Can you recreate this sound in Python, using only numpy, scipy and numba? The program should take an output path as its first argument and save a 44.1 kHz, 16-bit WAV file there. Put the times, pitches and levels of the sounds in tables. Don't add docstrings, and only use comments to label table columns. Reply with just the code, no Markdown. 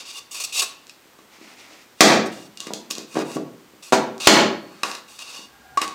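import sys
import numpy as np
from scipy import signal
from scipy.fft import rfft, irfft
from scipy.io import wavfile
from scipy.ndimage import uniform_filter1d
from numba import njit

SR = 44100
rng = np.random.default_rng(int(sys.argv[2]) if len(sys.argv) > 2 else 0)


def wrap_up_sound(samples):
    columns = np.atleast_2d(samples).T
    tamed = np.clip(columns, -1, 1)
    steps = np.round(tamed * 32767).astype(np.int16)
    wavfile.write(sys.argv[1], SR, steps)


N = 262042


def undb(db):
    return 10 ** (np.asarray(db) / 20)


def level(x, db):
    return x * undb(db) / np.sqrt(np.mean(x ** 2))


def band(x, lo_hz, hi_hz, order=2):
    corners = [lo_hz, min(hi_hz, .45 * SR)]
    sos = signal.butter(order, corners, "bandpass", fs=SR, output="sos")
    return signal.sosfilt(sos, x + 1e-18)


def walk(rate):
    hold = int(SR / rate)
    steps = np.repeat(rng.standard_normal(N // hold + 1), hold)
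    return 0.38 * uniform_filter1d(uniform_filter1d(steps, hold), hold)[:N]


def strokes(rows, attack_s, release_s, extra_db=0):
    start, length, db, swell_db = np.array(rows, float)[:, :4].T[:, :, None]
    steps = np.arange(0, N + 32, 32)
    t = steps / SR - start
    rise = np.clip(t / attack_s + .5, 0, 1)
    swell = undb(db + extra_db + swell_db * np.clip(t / length, 0, 1))
    gain = rise * swell * np.exp(-np.maximum(t - length, 0) / release_s)
    return np.interp(np.arange(N), steps, gain.sum(axis=0))


def ring(force, modes, sign=-1, shift_db=0):
    out = 0
    for k, (hz, db, t60) in enumerate(modes):
        pole = np.exp(2j * np.pi * hz / SR - np.log(1000) / (t60 * SR))
        drive = force * undb(shift_db * walk(12)) if shift_db else force
        resonator = [1, -2 * pole.real, abs(pole) ** 2]
        out = out + sign ** k * undb(db) * signal.lfilter([0, pole.imag], resonator, drive + 1e-18)
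    return out


# (frequency [Hz], relative spectral level [dB])
AIR_SPECTRUM = [(25, -30), (48, -22), (65, -21), (100, -16), (190, -14.5), (250, -9), (400, -12),
                (660, -14.5), (1070, -14), (2050, -16.5), (8100, -24.5), (10400, -30), (13400, -29),
                (15500, -27.5), (16200, -46)]


def air():
    hz, db = np.transpose(AIR_SPECTRUM)
    f = np.maximum(np.fft.rfftfreq(N, 1 / SR), 1)
    spectrum_gain = undb(np.interp(np.log(f), np.log(hz), db))
    hiss = irfft(rfft(rng.standard_normal(N)) * spectrum_gain, N)
    whine = band(rng.standard_normal(N), 14150, 14450)
    return level(hiss, -53.5) * undb(walk(7.84)) + level(whine, -72.0)


# (time [s], length [s], level [dB], swell [dB])
RUMBLE_SWELL = [(5.5, 0.37, -66, 4)]


def rumble():
    low_band = level(band(rng.standard_normal(N), 62, 77), 0)
    return strokes(RUMBLE_SWELL, attack_s=0.18, release_s=.1) * low_band


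# (time [s], length [s], level [dB], swell [dB])
DRONE_SWELL = [(5.58, 0.29, -61, 3)]
# (centre frequency [Hz], bandwidth [Hz], relative level [dB])
DRONE_BANDS = [(133, 16, 16), (770, 110, 8.5), (1420, 30, 2), (1618, 56, 6)]


def drone():
    tones = 0
    for hz, width, db in DRONE_BANDS:
        tones = tones + level(band(rng.standard_normal(N), hz - width / 2, hz + width / 2), db)
    return strokes(DRONE_SWELL, attack_s=.35, release_s=.08) * tones


# (time [s], length [s], level [dB], swell [dB])
RUSTLES = [(1.32, 0.048, -49, -2.5), (1.41, 0.12, -49.5, 1.5), (1.58, .12, -46.5, -4.5),
           (1.71, .11, -51.5, 0)]


def jacket():
    fold_hz = 2290
    lowpass = signal.butter(2, 450, fs=SR, output="sos")
    fold = signal.sosfilt(lowpass, rng.standard_normal(N))
    fold = fold * np.cos(2 * np.pi * fold_hz * np.arange(N) / SR)
    hiss = band(rng.standard_normal(N), 2000, 6400) * undb(2 * walk(26.0))
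    body = band(rng.standard_normal(N), 160, 1440) * undb(6.8 * walk(13.63))
    gain = strokes(RUSTLES, attack_s=0.033, release_s=0.047)
    return gain * (level(fold, -5.1) + level(hiss, -3.5) + level(body, -4.5))


# (frequency [Hz], level [dB], t60 [s])
BIT_MODES = [(4440, -41, 1.5), (4280, -44, 1.3)]


def bit():
    jolt_s = 4.275
    jolt = 1. * (np.arange(N) == int(jolt_s * SR))
    return ring(jolt, BIT_MODES)


# (frequency [Hz], t60 [s])
ROOM_DECAY = [(100, 0.82), (260, 0.61), (700, 0.53), (1840, 0.47), (4850, 0.39), (9000, 0.24),
              (14000, 0.28)]


def room(x):
    t = np.arange(SR) / SR
    hz_points, t60_points = np.transpose(ROOM_DECAY)
    tail = 0
    for hz in 60 * 2 ** np.arange(0, 8.1, .5):
        t60 = np.interp(np.log(hz), np.log(hz_points), t60_points)
        noise = band(rng.standard_normal(SR), hz / 2 ** 0.34, hz * 2 ** 0.31)
        tail = tail + noise * 1000 ** (-t / t60)
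    tail = tail * np.clip((t - .003) / 0.003, 0, 1)
    return signal.fftconvolve(x, tail / np.sqrt(np.sum(tail ** 2)))[:N]


def shares(rows):
    start = np.array(rows)[:, 0]
    share = np.clip(np.array(rows)[:, -1], 0, 1)
    latest = np.searchsorted(start, np.arange(N) / SR + .001) - 1
    return share[np.maximum(latest, 0)]


def both(force, modes, share, shift_db=0):
    first = ring(force * share, modes[0], shift_db=shift_db)
    second = ring(force * (1 - share), modes[1], shift_db=shift_db)
    return first + second


# (frequency [Hz], level [dB], t60 [s])
BENDING_MODES = ([(1068, -7, 0.12), (1223, 4, 0.019)], [(1114.3, 0.5, 0.11), (1183, -3.5, 0.061)])
MIDDLE_MODES = ([(2514, 5.5, 0.038), (2659, 1.5, 0.057), (3860, 3, 0.04), (4160, -4, 0.052),
                (4960, -6, 0.011)], [(2838, 2, 0.068), (3510, -6, 0.025), (3760, -9.5, 0.095),
                (4480, -6.5, 0.042), (4600, -6.5, 0.029)])
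# (frequency [Hz], level [dB], t60 [s])
HIGH_MODES = [(5000, -4, 0.035), (5410, 0.5, 0.037), (6080, -6, 0.041), (6250, -8.5, 0.058),
              (6890, -2, 0.012), (7400, -39, 0.015), (7980, 0, 0.018), (8560, -28, 0.017),
              (8780, -18, 0.043), (9320, -1, 0.016), (11260, -6.5, 0.027)]
# (time [s], length [s], middle level [dB], swell over the stroke [dB],
# bending level above the middle [dB], high level above the middle [dB], share of the first board [0-1])
SCRAPES = [(0, 0.058, -35.5, -14.5, -12, -27, 0.34), (0.054, 0.058, -43, 9.5, -16.5, -9, 0.33),
           (.125, 0.065, -41, 4.5, -15, -4.5, 0), (.312, 0.027, -39.5, -2.5, -15, 7, 0.16),
           (0.344, 0.06, -33.5, -5, -13, 2.5, 0.5), (.401, 0.027, -30, -3, -15.5, 3.5, 0.43),
           (0.438, 0.013, -31, 0.5, -16, 8, 0.5), (0.47, .045, -44, -1, -11, -11, 0.35),
           (0.524, 0.062, -33.5, 9, -17, 2.5, .45), (0.593, 0.018, -16, -8, -20.5, -1.5, 0.25),
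           (0.62, 0.022, -26.5, -9, -2, 10, 1), (1.974, 0.033, -58.5, 14.5, -18, -7, 0),
           (2.259, 0.014, -52.5, -4, -20.5, 18.5, 0), (2.318, 0.15, -44.5, -8, -32, 0.5, 0),
           (2.599, 0.065, -50, -0.5, -1, .2, 0.34), (2.664, 0.057, -44, -14, 1, -8, 0.2),
           (2.904, 0.022, -34, -11, -6, 12, 1), (2.962, 0.077, -41.5, -9.5, -4, -7, 0.5),
           (3.08, 0.067, -54.5, 12, -8, -1, 0.57), (3.153, 0.069, -40.5, -2.5, 6.5, -10, 0.6),
           (3.249, 0.11, -48, 8, -3.5, 1, 0.45), (3.826, 0.08, -42.5, -5, -13.5, 3.5, 0.53),
           (4.201, 0.076, -31, 6, -12, -7, 0.51), (4.667, .17, -62, 7.5, 3.5, -13, 0.5),
           (4.847, 0.14, -34, -13.5, 0, -7, 0.35), (5.08, .1, -48.5, -1.5, -11, 1.2, 0.4),
           (5.186, 0.043, -42.5, 5.5, -10, -4, 0.5), (5.237, .12, -44.5, 7.5, -10, -10, 0.43),
           (5.362, 0.098, -36.5, -13, -10.5, -23, 0.1), (5.814, 0.047, -31, -10.5, 4, -3, .05),
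           (5.88, 0.062, -47, -10, -5, -8, 0.1)]


def rubbing():
    wander_db = 5
    slips = rng.standard_normal(N) * undb(1.6 * rng.exponential(size=N)) * undb(2.64 * walk(60))
    share = shares(SCRAPES)
    low = level(both(slips, BENDING_MODES, share, wander_db), -1.3)
    low = low + level(band(slips, 335, 2900), 0.68)
    middle = level(both(slips, MIDDLE_MODES, share, wander_db), -1.5)
    middle = middle + level(band(slips, 2380, 6270), -2.0)
    high = level(ring(slips, HIGH_MODES, shift_db=wander_db), -11.5)
    high = high + level(band(slips, 4170, 9560), -4.7) + level(band(slips, 9700, 14500), -18.5)
    low_db, high_db = np.array(SCRAPES)[:, 4:6].T[:, :, None]

    def gain(extra_db):
        return strokes(SCRAPES, attack_s=0.0056, release_s=0.0059, extra_db=extra_db)

    return gain(0) * middle + gain(low_db) * low + gain(high_db) * high


def add(track, s, piece):
    i = int(s * SR)
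    track[i:i + len(piece)] += piece[:N - i]


def chatter(noise, fade):
    window = fade ** .5
    for _ in range(4):
        spectrum = rfft(noise * window)
        noise = irfft(spectrum / np.abs(spectrum))
    return noise * window / np.linalg.norm(noise * window)


# (frequency [Hz], level [dB], t60 [s])
BENCH_MODES = [(155, -28, 0.077), (225.4, -4.5, 0.17), (244, -0.5, 0.069), (342, 4.5, 0.059),
               (389, -6, 0.26), (468, 2, 0.046), (525, -1, 0.093), (582.4, 4, 0.075), (678.6, 6, 0.068),
               (751, 9.5, 0.05), (836, 6.5, 0.064), (958, 18, 0.034), (1390, 18.5, 0.034),
               (1562, 25, 0.014), (1836, 16.5, 0.077), (2200, -24, 0.018)]
# (time [s], bench level [dB], contact [ms], bending level [dB],
# upper modes level [dB], crack level [dB], crack power decay [ms], share of the first board [0-1])
IMPACTS = [(.868, -82, 1, -73, -51, -33, 0.73, 0.7), (0.878, -79, 1, -60, -54, -40, 0.78, .6),
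           (0.895, -64, 1.3, -57, -32, -29, 1.5, .6), (1.055, -43, 2.5, -67, -68, -68, .9, .6),
           (1.188, -41, 1.7, -38.5, -46, -49, 3.8, 0.5), (1.385, -41, 2, -43, -70, -70, 1.1, .5),
           (1.413, -33, 2.2, -47, -70, -70, 1, .52), (1.71, -43, 1.7, -73, -82, -70, 1.3, .45),
           (2.0067, 11, 1.054, 9, -9, 23, 5.45, 0.1), (2.573, -70, 1, -62, -29, -24, 0.3, 0.2),
           (2.603, -38, 1.5, -39, -23.5, -15, 0.59, 0.1), (2.669, -22, 2.27, -44, -32, -23.5, 8, .27),
           (2.706, -25.5, 1.03, -50, -49, -42, 3, .28), (2.735, -24, 1.84, -58, -30, -11.5, 1.25, 0.46),
           (2.909, -27, 2.1, -35, -21.5, -11, 0.74, 0.06), (2.952, -60, 1.5, -48, -31, -21, .58, .32),
           (2.982, -23.5, 1.75, -56, -46, -16.5, .4, .33), (3.144, -24, 3, -50, -47, -26, 1.3, .35),
           (3.156, -17, 1.75, -41, -50, -40, 5.7, .35), (3.162, -19.5, 1.6, -50, -52, -40, 3, .36),
           (3.169, -10.5, 1.35, -21.5, -34, -25, 9.6, 0.9), (3.19, -19, 1.16, -40, -52, -21, 2.1, 0.2),
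           (3.316, -60, 1.1, -60, -56, -26, 1.7, .38), (3.359, -8, 3.47, -65, -63, -54, 3, .4),
           (3.367, -13.5, 1.64, -25, -55, -26.5, 6.8, 0.05), (3.735, -37.5, 2.2, -58, -65, -60, 1.1, 0.5),
           (3.923, -9, 1.08, -13.5, -49, -4.5, 31, 0), (3.931, -4.5, .87, -32, -49, -6.5, 26, .45),
           (4.179, -73, 1.1, -60, -58, -28, 1.3, .48), (4.2715, 10, 0.98, 10.5, -26, 22.5, 6.6, 0.8),
           (4.833, -24, 0.61, -9.5, -11, -14, 6.9, 0.62), (4.914, -57, .8, -45, -24.5, -21, 2, 0.6),
           (4.95, -59.5, .91, -45, -27, -20.5, 2.8, 0.5), (5.19, -61, 1.2, -67, -32, -23.5, 1.6, 0.6),
           (5.221, -65, 0.84, -45, -29, -37, 0.66, 0.3), (5.39, -32.5, 2.35, -65, -64.5, -73, 1.1, 0.2),
           (5.773, -45, 0.94, -4, -22, -13.5, 9, 0), (5.816, -27, 1.4, -33, -13, -13.5, 2.5, 0.38),
           (5.878, -38, 0.96, -44, -26, -20.5, 0.71, .4)]


def blows():
    push, bend, upper, crack, slap = np.zeros((5, N))
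    t = np.arange(2048) / SR
    grit = rng.standard_normal((len(IMPACTS), len(t)))
    for row, noise in zip(IMPACTS, grit):
        s, bench_db, contact_ms, bend_db, upper_db, crack_db, crack_ms, _ = row
        shape = np.sin(np.pi * np.clip(t * 1000 / contact_ms, 0, 1)) ** 1.5
        add(push, s, undb(bench_db) * shape / shape.sum())
        add(bend, s, undb(bend_db) * t * np.exp(-t / 0.00022) / SR / 0.00027 ** 2)
        add(upper, s, undb(upper_db) * (t == 0))
        fade = np.exp(-t * 1000 / max(crack_ms, .1))
        add(crack, s + 0.000958, undb(crack_db) * chatter(noise, fade))
        add(slap, s, np.tanh(crack_ms / 6.5) * undb(crack_db) * chatter(noise[::-1], fade))
    share = shares(IMPACTS)
    board = 3.1 * both(bend, BENDING_MODES, share) + 0.4 * both(upper, MIDDLE_MODES, share)
    board = board + 0.21 * ring(upper, HIGH_MODES)
    edges = undb(16.0) * band(crack, 3170, 7650, order=3) + undb(-1) * band(crack, 9600, 14700)
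    top = 0.34 * ring(push, BENCH_MODES, 0.94) + undb(22.0) * band(slap, 514, 2730)
    return top + edges, board


def scene():
    bench, board = blows()
    held = board + rubbing()
    wet = room(undb(-4.0) * bench + undb(-9) * held)
    return (bench + held + wet + jacket() + drone() + bit())[None]


@njit
def follow(x, attack, release):
    e, out = 0., np.empty(len(x))
    for i in range(len(x)):
        a = abs(x[i])
        e += (a - e) * (attack if a > e else release)
        out[i] = e
    return out


def record(dry):
    attack_s, release_s, threshold_db, top_hz = 0.002, 0.043, -5.0, 16000
    sound = band(dry, 267, SR / 2, order=3)
    envelope = follow(sound[0], 1 / (attack_s * SR), 1 / (release_s * SR))
    gain = np.minimum(1, undb(threshold_db) / (envelope + 1e-9)) ** 0.81
    limited = np.clip(sound * gain, -1, 1)
    heard = band(limited, 57, SR / 2) + air() + rumble()
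    lowpass = signal.ellip(8, .2, 70, top_hz, fs=SR, output="sos")
    return np.clip(signal.sosfilt(lowpass, heard), -1, 1)


dry = scene()
out = record(dry)
wrap_up_sound(out)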